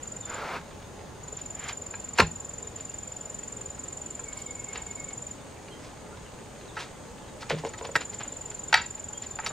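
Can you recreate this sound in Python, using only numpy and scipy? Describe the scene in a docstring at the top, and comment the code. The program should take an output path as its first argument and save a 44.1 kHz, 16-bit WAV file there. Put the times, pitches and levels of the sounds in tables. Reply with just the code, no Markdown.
"""Valley hush and far insects (shaped noise), then a near insect chirping in trains of short tones and gliding
bird whistles. Palms rub a bamboo post (swelling friction noise); a hand taps the post, which drops into its
hole in a forest clearing; the butt of a wooden hoe handle then rams soil and stones in around it. Post, handle
and tumbling clods are filtered modal impacts with crunch and spray; soil scuffs and litter ticks are bursts of
noise, and heavy thuds set off a decaying sine, the boom of the hole."""
import sys
import numpy as np
from scipy import signal
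from scipy.fft import rfft, irfft
from scipy.io import wavfile
from scipy.ndimage import uniform_filter1d

SR = 44100
rng = np.random.default_rng(int(sys.argv[2]) if len(sys.argv) > 2 else 0)


def to_wav(s):
    """Save 16-bit WAV."""
    ch = np.atleast_2d(s).T  # columns
    pcm = np.round(np.clip(ch, -1, 1) * 32767)  # PCM
    wavfile.write(sys.argv[1], SR, pcm.astype(np.int16))


N = 419832
TIME_S = np.arange(N) / SR


def amp(db):
    """Decibels to amplitude factor."""
    return 10 ** (np.asarray(db) / 20)


def evened(x):
    """Scale to rms 1."""
    return x / np.sqrt(np.mean(x ** 2) + 1e-20)


def unit(x):
    """Scale to energy 1."""
    return x / (np.linalg.norm(x) + 1e-20)


def read(points, hz):
    """Interpolate a curve over log frequency."""
    point_hz, value = np.transpose(points)
    return np.interp(np.log(hz + 1), np.log(point_hz + 1), value)


def add(mix, start_s, sound):
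    """Mix a sound in at its start time, cut at the end of the mix."""
    part = mix[max(round(start_s * SR), 0):][:len(sound)]
    part += sound[:len(part)]


def band(x, low_hz, high_hz):
    """Gentle high-pass, steeper low-pass."""
    x = signal.sosfilt(signal.butter(2, low_hz, "high", fs=SR, output="sos"), x)
    return signal.sosfilt(signal.butter(3, high_hz, fs=SR, output="sos"), x)


def bell(hz, centre_hz, width_hz):
    """Smooth hump around one frequency."""
    return np.exp(-.5 * ((hz - centre_hz) / width_hz) ** 2)


def grit(size, spread_db):
    """Noise made of 16-sample grains of very unequal size."""
    grain_db = spread_db * np.repeat(rng.standard_normal(size), repeats=16)[:size]
    return rng.standard_normal(size) * amp(grain_db)


# likeness of the left and right channels: (frequency [Hz], likeness [-1 to 1])
LIKENESS = [(60, 1), (130, 0.89), (290, 0.46), (640, 0.73), (1410, 0.59), (3100, 0.55), (6820, 0.45),
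            (15000, -0.35)]


def air(gain):
    """Diffuse stereo noise of rms 1, less alike left to right in the treble; gain is a function of Hz."""
    hz = np.fft.rfftfreq(N, 1 / SR)
    common, apart = rfft(rng.standard_normal((2, N))) * gain(hz)
    same = np.clip(read(LIKENESS, hz), -1, 1)
    mid, side = common * np.sqrt(1 + same), apart * np.sqrt(1 - same)
    return evened(irfft([mid + side, mid - side], N))


# spectrum of the valley hush: (frequency [Hz], relative level [dB])
HUSH_SPECTRUM = [(20, -10), (45, -0.5), (90, 3), (150, 0.5), (300, -2), (480, -1.5), (850, -8),
                 (1300, -12.5), (2500, -18.5), (4000, -22), (6000, -24), (8500, -23.5), (10500, -33.5),
                 (15500, -37)]
# peaks and dips that colour the hush: (frequency [Hz], width [Hz], gain [dB])
HUSH_HOLLOWS = [(266, 14, 1), (380, 94, -2), (422, 5, 6), (673, 17, -3.5), (860, 26, 4), (1040, 26, 2)]


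def hush(level_db=-44.5):
    """Slightly hollow hush of the valley: diffuse noise with spectral peaks and dips."""
    def gain(hz):
        hollow_db = sum(db * bell(hz, centre, width) for centre, width, db in HUSH_HOLLOWS)
        return amp(read(HUSH_SPECTRUM, hz) + hollow_db)
    return amp(level_db) * air(gain)


# far insects: (frequency [Hz], width [Hz], level [dB], share of the swell [0-1])
CHORUS_BANDS = [(6630, 330, -60, 0.02), (7060, 53, -68, 0.5), (7840, 150, -68.5, 0.7),
                (8340, 100, -68, 0.86), (8900, 160, -70, 0.06)]
# swell of the chorus: (time [s], gain [dB])
CHORUS_SWELL = [(0, -1), (1.2, -18), (2.8, -2), (3.6, 5), (6, 1.5), (8, 5.5), (9.5, -1)]


def chorus():
    """Far insects: narrow noise bands, each sharing a slow swell to its own degree."""
    out = np.zeros((2, N))
    swell_db = np.interp(TIME_S, *np.transpose(CHORUS_SWELL))
    for centre_hz, width_hz, db, share in CHORUS_BANDS:
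        out += amp(db + share * swell_db) * air(lambda hz: bell(hz, centre_hz, width_hz))
    return out


def litter(ticks_per_s=90, level_db=-62):
    """Dry leaves and crumbs underfoot: random ticks of decaying, band-limited noise."""
    clicks = (rng.random(N) < ticks_per_s / SR) * rng.random(N) ** 2
    t = np.arange(SR // 20) / SR
    bursts = signal.fftconvolve(clicks, np.exp(-t / 0.0042))[:N]
    return amp(level_db) * evened(band(bursts * rng.standard_normal(N), 760, 3400))


STROKES_PER_S = 22.3
IDLE_DB, SPIN_UP_S = -9.5, 0.1  # weakest wind-up effort; ramp to full effort at the end of the wind-up
# near insect: (first stroke [s], last stroke [s], effort [dB], wind-up [s], falter of last stroke [dB])
WING_TRAINS = [(.034, .347, 0, 0, 0), (1.239, 2.721, 0, .08, -15), (2.765, 3.752, 0, 0, -7),
               (3.797, 5.315, 0, 0, 0), (7.47, 7.918, -6, .22, 0), (7.967, 9.494, 0, 0, 0)]


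def wing_strokes():
    """Time and effort of every stroke: a train may wind up, holds steady and may falter as it stops."""
    for first_s, last_s, level_db, wind_up_s, falter_db in WING_TRAINS:
        times_s = np.linspace(first_s, last_s, round((last_s - first_s) * STROKES_PER_S) + 1)
        idle_share = np.clip((first_s + wind_up_s - times_s) / SPIN_UP_S, 0, 1)
        effort_db = level_db + IDLE_DB * idle_share
        effort_db[-1] += falter_db
        yield from zip(times_s, effort_db)


STROKE_S = .0055  # half length of a wing stroke


def insect(level_db=-31, base_hz=7080, arch_hz=125, sag_hz_per_db=19, octave_db=-37, rasp_db=-19):
    """Near insect: each wing stroke is a short tone arching in pitch; weaker strokes are lower."""
    t, out = np.arange(-SR // 45, SR // 45) / SR, np.zeros(N)
    rasp_band = signal.butter(2, [6450, 7150], "band", fs=SR, output="sos")
    for s, effort_db in wing_strokes():
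        late, loud, sharp = rng.standard_normal(3)
        arch = arch_hz * np.exp(-((t - .001) / 0.0028) ** 2)
        hz = base_hz + sag_hz_per_db * effort_db + 12 * sharp + arch
        phase = 2 * np.pi * np.cumsum(hz) / SR
        tone = (np.sin(phase) + amp(octave_db) * np.sin(2 * phase)) * np.exp(-(t / STROKE_S) ** 2)
        # a faint noisy rasp closes each stroke
        rasp = evened(signal.sosfilt(rasp_band, rng.standard_normal(len(t))))
        stroke = tone + amp(rasp_db) * rasp * np.exp(-((t - .008) / 0.0035) ** 2)
        add(out, s + t[0] + 0.00043 * late, amp(level_db + effort_db + .5 * loud) * stroke)
    return out


TRILL_START_S, TRILL_STEP_S, TRILL_NOTE_S = 4.256, .101, .062
TRILL_DB, TRILL_HZ, TRILL_GLIDE = -48, 2186, -0.032


def trill(count=9, uneven_db=-1.0, stray_hz=10):
    """Evenly spaced whistle notes, each a little off in level and pitch."""
    notes = []
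    for k, (loud, sharp) in enumerate(rng.standard_normal((count, 2))):
        start_s, db = TRILL_START_S + k * TRILL_STEP_S, TRILL_DB + uneven_db * loud
        notes.append((start_s, db, TRILL_HZ + stray_hz * sharp, TRILL_NOTE_S, TRILL_GLIDE))
    return notes


CHIP_S = 0.039
# chips of nearer birds: (time [s], level [dB], pitch [Hz], glide [share of pitch])
BIRD_CHIPS = [(.22, -50, 3550, -0.08), (4.47, -57, 3570, -0.023), (5.71, -49, 3140, 0.023),
              (6.121, -50, 1405, 0.11), (6.25, -55, 2900, -.18), (6.675, -51.5, 3650, -.25),
              (9.14, -49, 3190, .05)]


def birds(far_count=45, far_db=-59):
    """Soft whistles with a curved pitch glide: a trill, a few chips, and far birds at random."""
    out = np.zeros(N)
    chips = [(s, db, hz, CHIP_S, glide) for s, db, hz, glide in BIRD_CHIPS]
    # columns: time [s], level [dB], pitch [Hz], length [s], glide [share of pitch]
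    lowest, highest = [0, far_db - 6, 2600, .025, -.25], [N / SR, far_db, 4300, .07, .05]
    far = rng.uniform(lowest, highest, (far_count, 5))
    for s, db, hz, length_s, glide in [*trill(), *chips, *far]:
        u = np.linspace(-.5, .5, round(length_s * SR))
        pitch_hz = hz * (1 + glide * u + 0.19 * u ** 2)
        whistle = np.sin(2 * np.pi * np.cumsum(pitch_hz) / SR)
        add(out, s, amp(db) * whistle * np.sqrt(np.abs(np.cos(np.pi * u))))
    return out


RUB_ATTACK_S, RUB_RELEASE_S = 0.062, 0.017
# palms on the post: (start [s], end [s], level at end [dB], swell [dB], spectrum shift by speed [factor])
PALM_RUBS = [(.25, 0.57, -34, 6, 0.91), (1.54, 1.711, -38.5, 13, 1.33)]
# spectrum of skin on bamboo: (frequency [Hz], relative level [dB])
RUB_SPECTRUM = [(150, -15), (450, -7), (700, -5), (1150, -4.5), (1650, -3.5), (2000, -10.5), (2450, -9.5),
                (3300, -18.5), (4150, -20), (5500, -23.5), (8000, -34), (14000, -45)]


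def palms():
    """Friction noise of skin on bamboo; each stroke swells as the grip tightens, then stops short."""
    hz, out = np.fft.rfftfreq(N, 1 / SR), np.zeros(N)
    friction = rfft(rng.standard_normal(N))
    for start_s, end_s, db, swell_db, shift in PALM_RUBS:
        attack = np.clip((TIME_S - start_s) / RUB_ATTACK_S, 0, 1)
        hold = amp(np.interp(TIME_S, [start_s, end_s], [db - swell_db, db]))
        release = np.exp(-np.maximum(TIME_S - end_s, 0) / RUB_RELEASE_S)
        rub = evened(irfft(friction * amp(read(RUB_SPECTRUM, hz / shift)), N))
        out += rub * attack * hold * release
    return out


BASS_FOLLOW = 0.86  # harder blows have less bass: exponent of the lower edge on hardness
CRUNCH_REF_S = .01  # decay at which a crunch has its nominal level; longer ones carry more
SPRAY_LOW, SPRAY_HIGH, SPRAY_DECAY_S = 0.2, 2.05, 0.0037  # band edges as factors on hardness


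def knocks(blows, modes, damping, bass_hz, crack_db, crunch_db, spray_db):
    """Each blow: a contact and dying crunch ringing the struck modes, plus a snap of crushed crumbs."""
    t, out = np.arange(SR // 3) / SR, np.zeros(N)
    ring = np.zeros(len(t))
    for k, (hz, width_hz, mode_db) in enumerate(modes):
        # the factor damping scales the mode widths: above 1 the grip of soil and hands widens them and shortens
        # the ring, below 1 they ring longer
        decay = np.exp(-np.pi * width_hz * damping * t)
        ring += (-1) ** k * amp(mode_db) * width_hz * decay * np.sin(2 * np.pi * hz * t)
    ring = unit(ring)
    ring[0] += amp(crack_db)  # the contact itself radiates at all frequencies
    settle = np.exp(-t / SPRAY_DECAY_S)
    for s, db, hard_hz, decay_s in blows:
        low_hz = bass_hz * (hard_hz / 1000) ** BASS_FOLLOW  # bass_hz: lower edge at 1 kHz hardness
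        contact = unit(band(ring, low_hz, hard_hz))
        grains = grit(len(t), spread_db=7) * np.exp(-t / decay_s)
        crunch_level = amp(crunch_db) * np.sqrt(decay_s / CRUNCH_REF_S)
        crunch = crunch_level * unit(signal.fftconvolve(grains, contact)[:len(t)])
        crumbs = band(grit(len(t), spread_db=8.5), SPRAY_LOW * hard_hz, SPRAY_HIGH * hard_hz)
        spray = amp(spray_db) * unit(settle * crumbs)
        blow = unit(contact + crunch) + spray
        add(out, s, amp(db) * blow * np.sqrt(SR / 100))  # level as rms over 10 ms, before spray
    return out


# modes of the hole: (frequency [Hz], width before damping [Hz], relative level [dB])
HOLE_MODES = [(160.7, 7.7, 3.5), (275, 170, -12), (454, 20, 3), (549, 34, -2.5), (980, 105, -2.5),
              (970, 67, -5)]
# falling clods and soil: (time [s], level [dB], hardness [Hz], crunch decay [s])
SOIL_BLOWS = [(1.325, -41, 700, .01), (2.224, -23, 240, 0.0074), (6.77, -40, 1210, .025),
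              (7.5058, -24.5, 2040, 0.0034), (7.515, -26.5, 594, 0.023), (7.53, -27.5, 159, 0.0087),
              (7.5465, -26, 202, .005), (7.637, -31.5, 705, 0.0057), (7.649, -27.5, 1190, 0.013),
              (7.658, -36, 720, 0.012), (7.811, -32.5, 1300, 0.026), (7.849, -34, 1900, 0.019),
              (7.89, -34.5, 700, .005)]


def clods():
    """Clods tumbling into the hole: impacts ringing its modes."""
    return knocks(SOIL_BLOWS, HOLE_MODES, damping=1.0, bass_hz=420,
                  crack_db=-1.5, crunch_db=-2.0, spray_db=-12.5)


SCUFF_RISE_SHARE = 0.41  # part of the length spent swelling
SCUFF_LOW, SCUFF_HIGH = 0.16, 1.88  # band edges as factors on pitch
# crumbly soil scuffed by feet and handle: (peak time [s], level [dB], length [s], pitch [Hz])
SOIL_SCUFFS = [(1.393, -46.5, .03, 2380), (1.649, -50, .05, 1800), (1.692, -33.5, .014, 2600),
               (2.201, -25.5, 0.033, 2420), (2.802, -49.5, .05, 2000), (4.39, -48, 0.061, 4570),
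               (4.762, -39.5, 0.058, 1670), (5.847, -51.5, .1, 3400), (6.804, -35.5, 0.048, 2630),
               (7.42, -39.5, 0.022, 3020), (7.5, -27.5, 0.0069, 2830), (7.517, -30, 0.029, 1720),
               (7.588, -41, 0.021, 2700), (7.667, -43.5, 0.037, 3080), (7.788, -42.5, 0.017, 2980),
               (7.852, -40, 0.024, 2400), (7.961, -28, 0.012, 3570), (7.963, -25, 0.011, 328),
               (8.015, -36, 0.026, 1990), (8.136, -45, 0.028, 3100), (8.209, -33.5, 0.021, 1450),
               (8.254, -42.5, 0.025, 1460), (8.517, -42.5, 0.0083, 2200), (9.237, -42, 0.025, 2350),
               (9.445, -42, 0.055, 1240), (9.471, -33, 0.019, 2950), (9.508, -37.5, 0.014, 800)]


def scuffs():
    """Crumbs of soil grind in short noise swells that rise faster than they fall."""
    t, out = np.arange(-SR // 5, SR // 5) / SR, np.zeros(N)
    for s, db, length_s, hz in SOIL_SCUFFS:
        crumbs = evened(band(grit(len(t), spread_db=4.0), SCUFF_LOW * hz, SCUFF_HIGH * hz))
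        distance_s = np.maximum(-t / SCUFF_RISE_SHARE, t / (1 - SCUFF_RISE_SHARE))
        add(out, s + t[0], amp(db) * crumbs * np.exp(-distance_s / length_s))
    return out


# modes of the bamboo post: (frequency [Hz], width before damping [Hz], relative level [dB])
POST_MODES = [(75, 69, 2), (139, 100, -5.5), (255, 32, -3), (403, 170, 0.5), (567, 96, -11), (823, 17, 6.5),
              (1052, 54, 12), (1210, 50, 0), (1377, 59, 10.5), (1440, 110, 2), (1615, 69, 9.5),
              (1790, 160, 3.5), (1870, 65, -25), (2150, 67, -25), (2320, 130, 4), (2470, 110, 6),
              (2800, 560, -3.5), (3680, 110, -30), (4140, 77, 7.5), (4300, 100, 5), (4340, 80, -13),
              (4840, 160, -23)]
# blows of the post: (time [s], level [dB], hardness [Hz], crunch decay [s])
POST_BLOWS = [(1.938, -37, 2700, 0.012), (2.1856, -16, 3950, 0.012), (2.1918, -17.5, 1640, 0.005),
              (2.1965, -17, 475, 0.0012), (2.2018, -12.5, 3840, 0.0023), (2.2105, -22.5, 1680, 0.015),
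              (2.216, -24, 135, 0.011), (4.1915, -43, 2210, 0.0049)]


def post():
    """Bamboo post tapped by a hand and dropped into its hole: impacts ringing its modes."""
    return knocks(POST_BLOWS, POST_MODES, damping=0.79, bass_hz=265,
                  crack_db=-2.5, crunch_db=2.5, spray_db=-18)


BOOM_RISE_S, BOOM_DECAY_S = .012, 0.04
# heavy thuds that set the air in the hole booming: (time [s], peak level [dB])
HOLE_BOOMS = [(2.227, -36), (7.519, -34)]


def booms():
    """The lowest mode of the hole swells after a heavy thud and rings on."""
    t, out = np.arange(SR // 3) / SR, np.zeros(N)
    swell = (1 - np.exp(-t / BOOM_RISE_S)) * np.exp(-t / BOOM_DECAY_S)
    boom = np.sin(2 * np.pi * HOLE_MODES[0][0] * t) * swell
    for s, db in HOLE_BOOMS:
        add(out, s, amp(db) * boom / np.abs(boom).max())
    return out


# modes of the hoe handle: (frequency [Hz], width before damping [Hz], relative level [dB])
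HANDLE_MODES = [(760, 37, 2), (884, 34, 8), (980, 26, -4), (1287, 15, 9.5), (1670, 124, 10),
                (1724, 117, 8.5), (1900, 83, 11), (1950, 144, 7), (2310, 22, 3), (2370, 80, -6),
                (2770, 100, 3.5), (2817, 73, 1), (3830, 130, -11.5), (3780, 18, 2.5), (4680, 490, -0.5),
                (4570, 53, 7), (5740, 130, -0.5)]
# blows of the handle: (time [s], level [dB], hardness [Hz], crunch decay [s])
HANDLE_BLOWS = [(4.7572, -37.5, 3800, 0.0038), (6.768, -30, 2180, 0.036), (7.427, -39, 2200, 0.0083),
                (7.7364, -40, 2500, 0.0061), (7.9548, -18.5, 2460, 0.00053), (7.9622, -22, 2200, 0.0055),
                (8.7279, -17, 2640, 0.003), (8.7415, -12, 3600, 0.004), (8.755, -20, 3670, 0.03),
                (9.388, -30.5, 1700, .006), (9.463, -28.5, 4800, 0.0022)]


def handle():
    """Butt of the wooden handle ramming soil and stones: impacts ringing its modes."""
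    return knocks(HANDLE_BLOWS, HANDLE_MODES, damping=1.53, bass_hz=360,
                  crack_db=-5, crunch_db=2.5, spray_db=-17)


# reverberation of the clearing: (frequency [Hz], t60 [s])
CLEARING_T60 = [(150, 0.26), (1000, 0.052), (3000, 0.23), (7000, 0.15), (14000, 0.12)]


def clearing(x, wet_db, build_s=0.0028):
    """Direct sound plus scatter from ground, stacked poles and trees, different at each microphone."""
    hz, t, z = signal.stft(rng.standard_normal((3, SR // 2)), SR, nperseg=256)
    z = z * amp(-60 * t / read(CLEARING_T60, hz)[:, None]) * (1 - np.exp(-t / build_s))
    same = np.clip(read(LIKENESS, hz), 0, 1)[:, None]
    tail = signal.istft(np.sqrt(same) * z[0] + np.sqrt(1 - same) * z[1:], SR, nperseg=256)[1]
    tail = tail / np.linalg.norm(tail[0])
    return x + amp(wet_db) * signal.fftconvolve(x[None], tail, axes=1)[:, :N]


def ports(x, spread_db, from_hz):
    """The two microphones hear the treble of a near sound out of phase."""
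    hz = np.fft.rfftfreq(N, 1 / SR)
    treble = hz ** 2 / (hz ** 2 + from_hz ** 2)
    side = irfft(1j * rfft(x.mean(0)) * amp(spread_db) * treble, N)
    return x + np.array([side, -side])


def waver(x, patchy_db):
    """The level drifts in small patches of time and frequency, least in the bass."""
    hz, _, z = signal.stft(x, SR, nperseg=2048)
    patches = uniform_filter1d(rng.standard_normal(z.shape[1:]), size=4, axis=0)
    patches = evened(uniform_filter1d(patches, size=4, axis=1))
    depth = read([(100, 0.1), (400, 0.76), (1200, 0.55), (4000, 0.74)], hz)[:, None]
    return signal.istft(z * amp(patchy_db * depth * patches), SR, nperseg=2048)[1][:, :N]


def scene():
    """The work at the hole, close by, within the insects, birds and hush of the clearing."""
    background = waver(hush() + chorus(), patchy_db=2.5)
    # the near insect and its echoes sit in the middle
    chirping = clearing(insect(), wet_db=-7.0).mean(0, keepdims=True)
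    whistles = clearing(birds(), wet_db=-6.5, build_s=0.012)
    close = litter() + palms() + clods() + scuffs() + post() + booms() + handle()
    work = ports(clearing(close, wet_db=-14.5), spread_db=-4.0, from_hz=5700)
    return background + ports(chirping, spread_db=-7.5, from_hz=4600) + whistles + work


EDGE_HZ = 15750


def record(dry):
    """Full-scale limit, then band limit."""
    low_pass = signal.firwin(511, EDGE_HZ, window=("kaiser", 9), fs=SR)
    return signal.oaconvolve(np.clip(dry, -1, 1), low_pass[None], "same")


dry = scene()
out = record(dry)
to_wav(out)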